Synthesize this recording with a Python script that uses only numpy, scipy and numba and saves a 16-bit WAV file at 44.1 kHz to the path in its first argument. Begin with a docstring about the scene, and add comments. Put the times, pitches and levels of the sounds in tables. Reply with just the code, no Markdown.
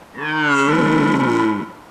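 """One long roar from a red deer stag fills a quiet woodland.
It starts as a clear note: the vocal folds snap shut in a steady beat and make the throat ring, and
the ringing sinks as the throat lengthens. The beat turns uneven and the note breaks into a harsh rattle,
then drops in pitch and dies away with a small grunt. The trees return a faint tail."""
import sys
import numpy as np
from scipy import signal
from scipy.fft import rfft, irfft
from scipy.io import wavfile
from scipy.ndimage import uniform_filter1d
from numba import njit

SR = 44100
rng = np.random.default_rng(int(sys.argv[2]) if len(sys.argv) > 2 else 0)


def generate_wav(sig):
    """Save sig (samples, or channels by samples) to the path in sys.argv[1] as 16-bit PCM at SR."""
    pcm = np.round(np.clip(np.atleast_2d(sig).T, -1, 1) * 32767).astype(np.int16)
    wavfile.write(sys.argv[1], SR, pcm)


N = 83790
T = np.arange(N) / SR
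ROAR_START_S = 0.146

# How the ringing sinks as the throat lengthens. Each row: time in seconds, factor on its frequencies.
THROAT_SHIFT = [(.15,1.38),(.23,1.26),(.32,1.14),(.44,1.095),(.52,1.035),(.58,1.0),(.7,1.0)]
# Loudness of the voice. Each row: time in seconds, then middle, upper and treble level in relative dB.
VOICE_LEVELS = [(0.13, -55, -50, -67), (0.184, -36, -34, -69), (0.218, -27.5, -29, -66),
                (0.298, -29.5, -22, -59), (0.344, -22, -26.5, -62), (0.456, -26, -17.5, -47),
                (0.532, -19, -16.5, -36), (0.56, -21.5, -21.5, -32.5), (0.59, -20.5, -17, -30),
                (0.704, -22, -23, -39), (1.154, -21.5, -25.5, -40), (1.192, -22, -39, -44),
                (1.208, -19.5, -24.5, -39.5), (1.246, -20, -26.5, -44), (1.34, -24.5, -29.5, -38.5),
                (1.404, -17.5, -28, -38), (1.438, -24, -27, -41), (1.552, -30, -37, -54),
                (1.606, -28.5, -38.5, -57), (1.65, -56, -44, -54)]


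def from_db(db):
    """Turn decibels into a factor to multiply by."""
    return 10 ** (np.asarray(db) / 20)


def in_time(rows):
    """Join rows that start with a time by straight lines, giving one curve per further column."""
    times, *columns = np.transpose(rows)
    return [np.interp(T, times, column) for column in columns]


def gate(start_s, end_s, fade_s=0.016):
    """Let sound through between two times, with short fades outside them."""
    return np.clip(1 + np.minimum(T - start_s, end_s - T) / fade_s, 0, 1)


def even(x, size=1500):
    """Hold the level near 1, averaging over stretches of `size` samples."""
    power = uniform_filter1d(uniform_filter1d(x * x, size), size)
    return x / np.sqrt(np.abs(power) + 1e-12)


def band(x, low_hz, high_hz, order=3):
    """Keep the sound between two frequencies."""
    return signal.sosfilt(signal.butter(order, [low_hz, high_hz], "band", fs=SR, output="sos"), x)


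def wander(rate_hz):
    """A smooth random wobble with a typical size of 1."""
    x = signal.sosfilt(signal.butter(2, rate_hz, fs=SR, output="sos"), rng.standard_normal(N))
    return x / x.std()


@njit
def resonate(x, pole):
    """One resonance, a tone that rings on; `pole` sets its pitch and decay at each sample."""
    out, state = np.zeros(len(x)), 0j
    for i in range(len(x)):
        state = state * pole[i] + x[i]
        out[i] = state.real
    return out


def airway(x, resonances, shift=0.97):
    """The airway rings at several resonances at once, each at its base frequency times `shift`."""
    out = 0
    for hz, width_hz, db in resonances:
        decay = np.exp(-np.pi * abs(width_hz) / SR)
        pole = decay * np.exp(2j * np.pi * hz * shift / SR) * np.ones(N)
        out = out + from_db(db) * (1 - decay) * resonate(x, pole)
    return out


def clear_to_harsh(clear, harsh, middle_s=0.7045, length_s=0.04075):
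    """The voice breaks: a quick fade from its clear sound to its harsh one."""
    broken = np.clip((T - middle_s) / length_s + .5, 0, 1)
    return np.sqrt(1 - broken) * even(clear) + np.sqrt(broken) * even(harsh)


def background():
    """Faint, steady outdoor noise."""
    # The tone of the woodland air. Each row: frequency in Hz, relative level in dB.
    spectrum = [(25,-15),(60,-11),(150,-7.5),(400,-8),(1000,-7),(1700,-16),(3000,-22.5),(7000,-30.5),(14000,-34.5)]
    hz, db = np.transpose(spectrum)
    all_hz = np.arange(N // 2 + 1) * SR / N
    colour = from_db(np.interp(np.log(all_hz + 1), np.log(hz), db))
    noise = irfft(rfft(rng.standard_normal(N)) * colour, N)
    return from_db(-44.5) * noise / noise.std()


def tree_echoes(x, level_db=-17, die_away_s=.9):
    """The trunks scatter the sound back as a dull, fading tail."""
    tail = band(rng.standard_normal(N), 570, 2000, order=1)
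    tail *= from_db(-60 * T / die_away_s) * np.minimum(T / 0.0077, 1)
    return from_db(level_db) * signal.fftconvolve(x, tail / np.sqrt(np.sum(tail ** 2)))[:N]


def grunts():
    """Soft puffs of breath pass through the slack throat before and after the roar."""
    # The puffs. Each row: time of the peak in seconds, half length in seconds, level in dB.
    puffs = [(0.024,0.014,-38.5),(1.702,0.019,-37),(1.838,0.091,-52)]
    # Throat resonances. Each row: base frequency in Hz, width in Hz, relative level in dB.
    slack_throat = [(201,30,6.5),(530,124,-7),(876,15,-1.5),(1008,40,-28),(1410,78,-27)]
    level = sum(from_db(db) * np.exp(-((T - s) / half_s) ** 2) for s, half_s, db in puffs)
    breath = airway(rng.standard_normal(N), slack_throat)
    return level * even(band(breath, 150, 2400, order=2))


def wheeze(peak_s=0.37, half_length_s=0.11, peak_db=-47):
    """A thin, breathy whistle sinks as the throat lengthens."""
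    # Its resonance. The row: base frequency in Hz, width in Hz, relative level in dB.
    whistle = [(4270,230,0)]
    level = from_db(peak_db) * np.exp(-((T - peak_s) / half_length_s) ** 2)
    return level * even(airway(rng.standard_normal(N), whistle, in_time(THROAT_SHIFT)[0]))


def snaps(decay_s=.0028, boost_db=6.5):
    """The hardest closures of the vocal folds make high cracks."""
    # Each row: start in seconds, relative level in dB.
    closures = [(0.7516, -31.5), (0.925, -30), (1.1204, -28), (1.1675, -31), (1.2984, -32.5), (1.3154, -32),
                (1.3331, -33), (1.3505, -33), (1.3682, -31)]
    level = sum(from_db(db + boost_db) * (T >= s) * np.exp(-np.abs(T - s) / decay_s)
                for s, db in closures)
    crack = level * rng.standard_normal(N)
    return band(crack, 5200, 8000, order=2) + from_db(-16) * band(crack, 7800, 14000)


def last_beats():
    """The folds slacken and end the roar with a few slow, separate thuds."""
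    # The closures. Each row: time in seconds, level in dB.
    closures = [(1.604,-25),(1.617,-19),(1.63,-18.5)]
    # What they ring with. Each row: base frequency in Hz, width in Hz, relative level in dB.
    slack_ring = [(221,50,-1.5),(308.8,75.5,-10.5)]
    clicks = np.zeros(N)
    for s, db in closures:
        clicks[int(s * SR)] = from_db(db)
    thuds = band(airway(clicks, slack_ring), 130, 420, order=2)
    return thuds * clicks.max() / np.abs(thuds).max()


def fold_clicks(cycles, roughness, spread_db, spread_s=0.000434):
    """The folds click shut once a cycle; strength and timing stray by the spreads times roughness."""
    times = np.interp(np.arange(1, int(cycles[-1])), cycles, T)
    chance = rng.standard_normal((len(times), 2)) * np.interp(times, T, roughness)[:, None]
    position = np.clip((times + spread_s * chance[:, 0]) * SR, 0, N - 2)
    strength = from_db(spread_db * np.clip(chance[:, 1], -2, 2))
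    sample, fraction = position.astype(int), position % 1
    clicks = np.zeros(N)
    np.add.at(clicks, sample, strength * (1 - fraction))  # two neighbouring samples share each click
    np.add.at(clicks, sample + 1, strength * fraction)
    return clicks


def with_air(clicks, air_share, puff_s):
    """Each closure lets through a short puff of rushing air."""
    puff_level = signal.lfilter([1], [1, -np.exp(-1 / (puff_s * SR))], clicks + 1e-18)
    return even(clicks) + air_share * even(puff_level * rng.standard_normal(N))


def growl(pitch_hz):
    """Uneven beats stray around the pitch and ring low in the chest."""
    # Loudness of the growl. Each row: time in seconds, level in dB.
    levels = [(.1,-58),(.17,-38),(.25,-57),(.65,-47),(.68,-31),(.76,-23.5),(.81,-16.5),(.92,-21.5),(.99,-17),(1.05,-21.5),(1.11,-17),(1.2,-23.5),(1.27,-20.5),(1.31,-37),(1.55,-52),(1.63,-48),(1.67,-55)]
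    # Chest resonances. Each row: base frequency in Hz, width in Hz, relative level in dB.
    chest = [(178,26,-6),(226.3,47,15.5),(325,210,5)]
    cycles = np.cumsum(pitch_hz * np.clip(1 + .2 * wander(40.3), .3, 2)) / SR
    clicks = fold_clicks(cycles, np.ones(N), spread_db=3.5, spread_s=.0016)
    beats = with_air(clicks, air_share=0.69, puff_s=0.0063)
    rumble = band(airway(beats, chest), 139.7, 379, order=5)
    return from_db(in_time(levels)[0]) * even(rumble, size=900)


def mouth_echoes(x, decay_s=.004):
    """Short reflections in the mouth smear each pulse but keep the pitch."""
    return even(signal.fftconvolve(x, rng.standard_normal(N) * np.exp(-T / decay_s))[:N])


def rasp(cycles, roughness):
    """Airy pulses from the folds give the voice its high, hissing edge."""
    # High resonances of the lengthening throat and of the fully stretched one.
    # Each row: base frequency in Hz, width in Hz, relative level in dB.
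    sinking = [(4340,200,-3),(5980,130,7),(6940,170,4.5),(7800,260,-4)]
    stretched = [(3810,660,6.5),(5550,67,9),(6400,3200,-6.5),(8130,680,-5)]
    clicks = fold_clicks(cycles, roughness, spread_db=5)
    hiss = with_air(clicks, air_share=.3 + 3 * roughness, puff_s=.007)
    clear = band(airway(mouth_echoes(hiss), sinking, in_time(THROAT_SHIFT)[0]), 3000, 9200)
    harsh = band(airway(hiss, stretched), 3830, 8640)
    sizzle = from_db(-17.5) * np.sqrt(roughness) * even(band(mouth_echoes(hiss), 9000, 19000))
    _, _, treble_db = in_time(VOICE_LEVELS)
    return from_db(treble_db - 2) * (clear_to_harsh(clear, harsh) + sizzle)


def throat_ring(cycles, roughness):
    """Pulses from the folds ring in the throat, mouth and nose, giving the roar its vowel."""
    # Resonances: mouth, nose and lengthening throat (clear voice), stretched throat (harsh voice),
    # and a low one under both. 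Each row: base frequency in Hz, width in Hz, relative level in dB.
    mouth = [(998,62,-1.5),(1152.5,30,0)]
    nose = [(3135,68,-7),(1405,67,-13)]
    sinking = [(1357.6,57,5.5),(2000,84,-4),(2664,63,-3),(3120,67,-12.5)]
    stretched = [(889.7,20.5,1.5),(1027,41.3,1),(1120,58,-16.5),(1387,21,3.5),(1468,36,6),(1838,38,-4),(2027,64,-2.5),(2317.5,22,0.5),(2379.5,37,-15),(2994,29,-6.5),(3254,73,-4.5)]
    low_ring = [(481,37,0)]
    # Loudness of the low ring. Each row: time in seconds, level in dB.
    low_levels = [(.15,-59),(.4,-65),(.65,-36),(.8,-27),(1.2,-31),(1.35,-34),(1.5,-37.5),(1.65,-51)]
    clicks = fold_clicks(cycles, roughness, spread_db=4.5)
    pulses = with_air(clicks, air_share=.06 + .55 * roughness, puff_s=.0025)
    shift = in_time(THROAT_SHIFT)[0]
    # The mouth opens around 0.2 seconds and lets out the higher resonances.
    opening = from_db(-11 * np.clip(.5 - (T - .2) / .1, 0, 1))
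    higher = airway(pulses, sinking[1:], shift) + airway(pulses, nose)
    clear = airway(pulses, sinking[:1], shift) + opening * higher
    harsh = airway(pulses, stretched)
    low = even(band(airway(pulses, low_ring), 509.4, 659))
    middle = clear_to_harsh(band(airway(pulses, mouth), 677, 1150), band(harsh, 857, 1130))
    upper = clear_to_harsh(band(clear, 1247, 2860), band(harsh, 1297, 3034, order=4))
    low_db = in_time(low_levels)[0]
    middle_db, upper_db, _ = in_time(VOICE_LEVELS)
    return from_db(low_db) * low + from_db(middle_db - 2) * middle + from_db(upper_db + 0.5) * upper


def harmonics(cycles, levels_db):
    """The beating folds make a deep note: pure tones at 1, 2, 3 and 4 times the pitch."""
    # One value per tone: the dB added to its level.
    trim_db = [0.0, 0.0, 0.0, -1.0]
    # In-between tones, heard while every second beat is stronger.
    # Each row: multiple of half the pitch, level in dB.
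    half_tones = [(3,-32),(5,-24)]
    note = sum(from_db(db + trim_db[k]) * np.cos(2 * np.pi * (k + 1) * cycles)
               for k, db in enumerate(levels_db))
    halves = sum(from_db(db) * np.cos(np.pi * multiple * cycles) for multiple, db in half_tones)
    return np.sqrt(2) * (note * gate(ROAR_START_S, 1.595) + halves * gate(1.285, 1.425))


def roar():
    """The stag's vocal folds beat at a gliding pitch, which wobbles more as they turn rough."""
    # The clear start, harsh middle and falling end of the call.
    # Each row: time in seconds, pitch in Hz, then the levels of harmonics 1 to 4 in relative dB.
    clear_part = [(0.15, 108.3, -60, -62, -68, -48), (0.178, 124.7, -47, -36.5, -44, -39),
                  (0.202, 138.7, -42, -40, -32, -69), (0.23, 148.7, -40, -31, -33.5, -48),
                  (0.246, 153, -38, -38.5, -34.5, -62), (0.286, 152.8, -35.5, -28, -38, -51),
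                  (0.364, 156.1, -31.5, -25.5, -34, -47), (0.402, 153.6, -32, -21.5, -36, -59.5),
                  (0.468, 148.1, -30, -22.5, -32, -29), (0.534, 140, -32.5, -20.5, -29.5, -37.5),
                  (0.608, 138.4, -34.5, -20, -19, -44), (0.66, 138.6, -31.5, -17.5, -22.5, -36)]
    harsh_part = [(0.69, 150.8, -28, -19, -24, -45), (0.7, 150.2, -23.5, -18.5, -18, -44),
                  (0.78, 162, -21.5, -16.5, -24, -38), (0.796, 166.4, -19, -26, -18.5, -37),
                  (0.852, 152.5, -25.5, -21, -22, -41), (0.954, 159.3, -25.5, -14, -18.5, -37),
                  (0.982, 155.2, -27, -19, -20.5, -48), (1.052, 145.1, -25.5, -19.5, -27, -43),
                  (1.108, 157.5, -22.5, -19.5, -31, -48), (1.14, 142.7, -25.5, -18.5, -25.5, -49),
                  (1.238, 131.1, -26, -20.5, -36.5, -35), (1.26, 127.2, -26.5, -29, -31.5, -31)]
    falling_part = [(1.295, 117.0, -29.5, -25, -18, -27), (1.421, 111.3, -34, -36, -18, -30),
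                    (1.459, 108.9, -37, -24.5, -15.5, -31), (1.501, 107.8, -36, -25, -20.5, -35),
                    (1.587, 99.57, -38, -26.5, -27.5, -39), (1.6, 97.7, -36, -26, -22, -28)]
    # How unevenly the folds beat. Each row: time in seconds, roughness from 0 to 1.
    unevenness = [(.14,.7),(.21,.25),(.27,.02),(.64,.02),(.70,.3),(.80,.6),(1.0,.6),(1.12,.95),(1.25,.8),(1.31,.35),(1.45,.3),(1.5,.17),(1.58,.17),(1.64,.8)]
    pitch_hz, *levels_db = in_time(list(clear_part) + list(harsh_part) + list(falling_part))
    roughness = in_time(unevenness)[0]
    cycles = np.cumsum(pitch_hz * (1 + 0.0353 * roughness * wander(32))) / SR  # beats so far
    ringing = gate(ROAR_START_S, 1.635) * (throat_ring(cycles, roughness) + rasp(cycles, roughness))
    return harmonics(cycles, levels_db) + ringing + growl(pitch_hz) + wheeze()


def scene():
    """The stag among the trees, in one channel."""
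    stag = roar() + last_beats() + snaps() + grunts()
    return (stag + tree_echoes(stag) + background())[None, :]


def record(dry, ceiling=0.47, cutoff_hz=13900):
    """Round off the loudest peaks and cut the highest treble."""
    rounded = ceiling * np.tanh(dry / ceiling)
    return signal.sosfilt(signal.ellip(10, .1, 80, cutoff_hz, fs=SR, output="sos"), rounded)


dry = scene()
out = record(dry)
generate_wav(out)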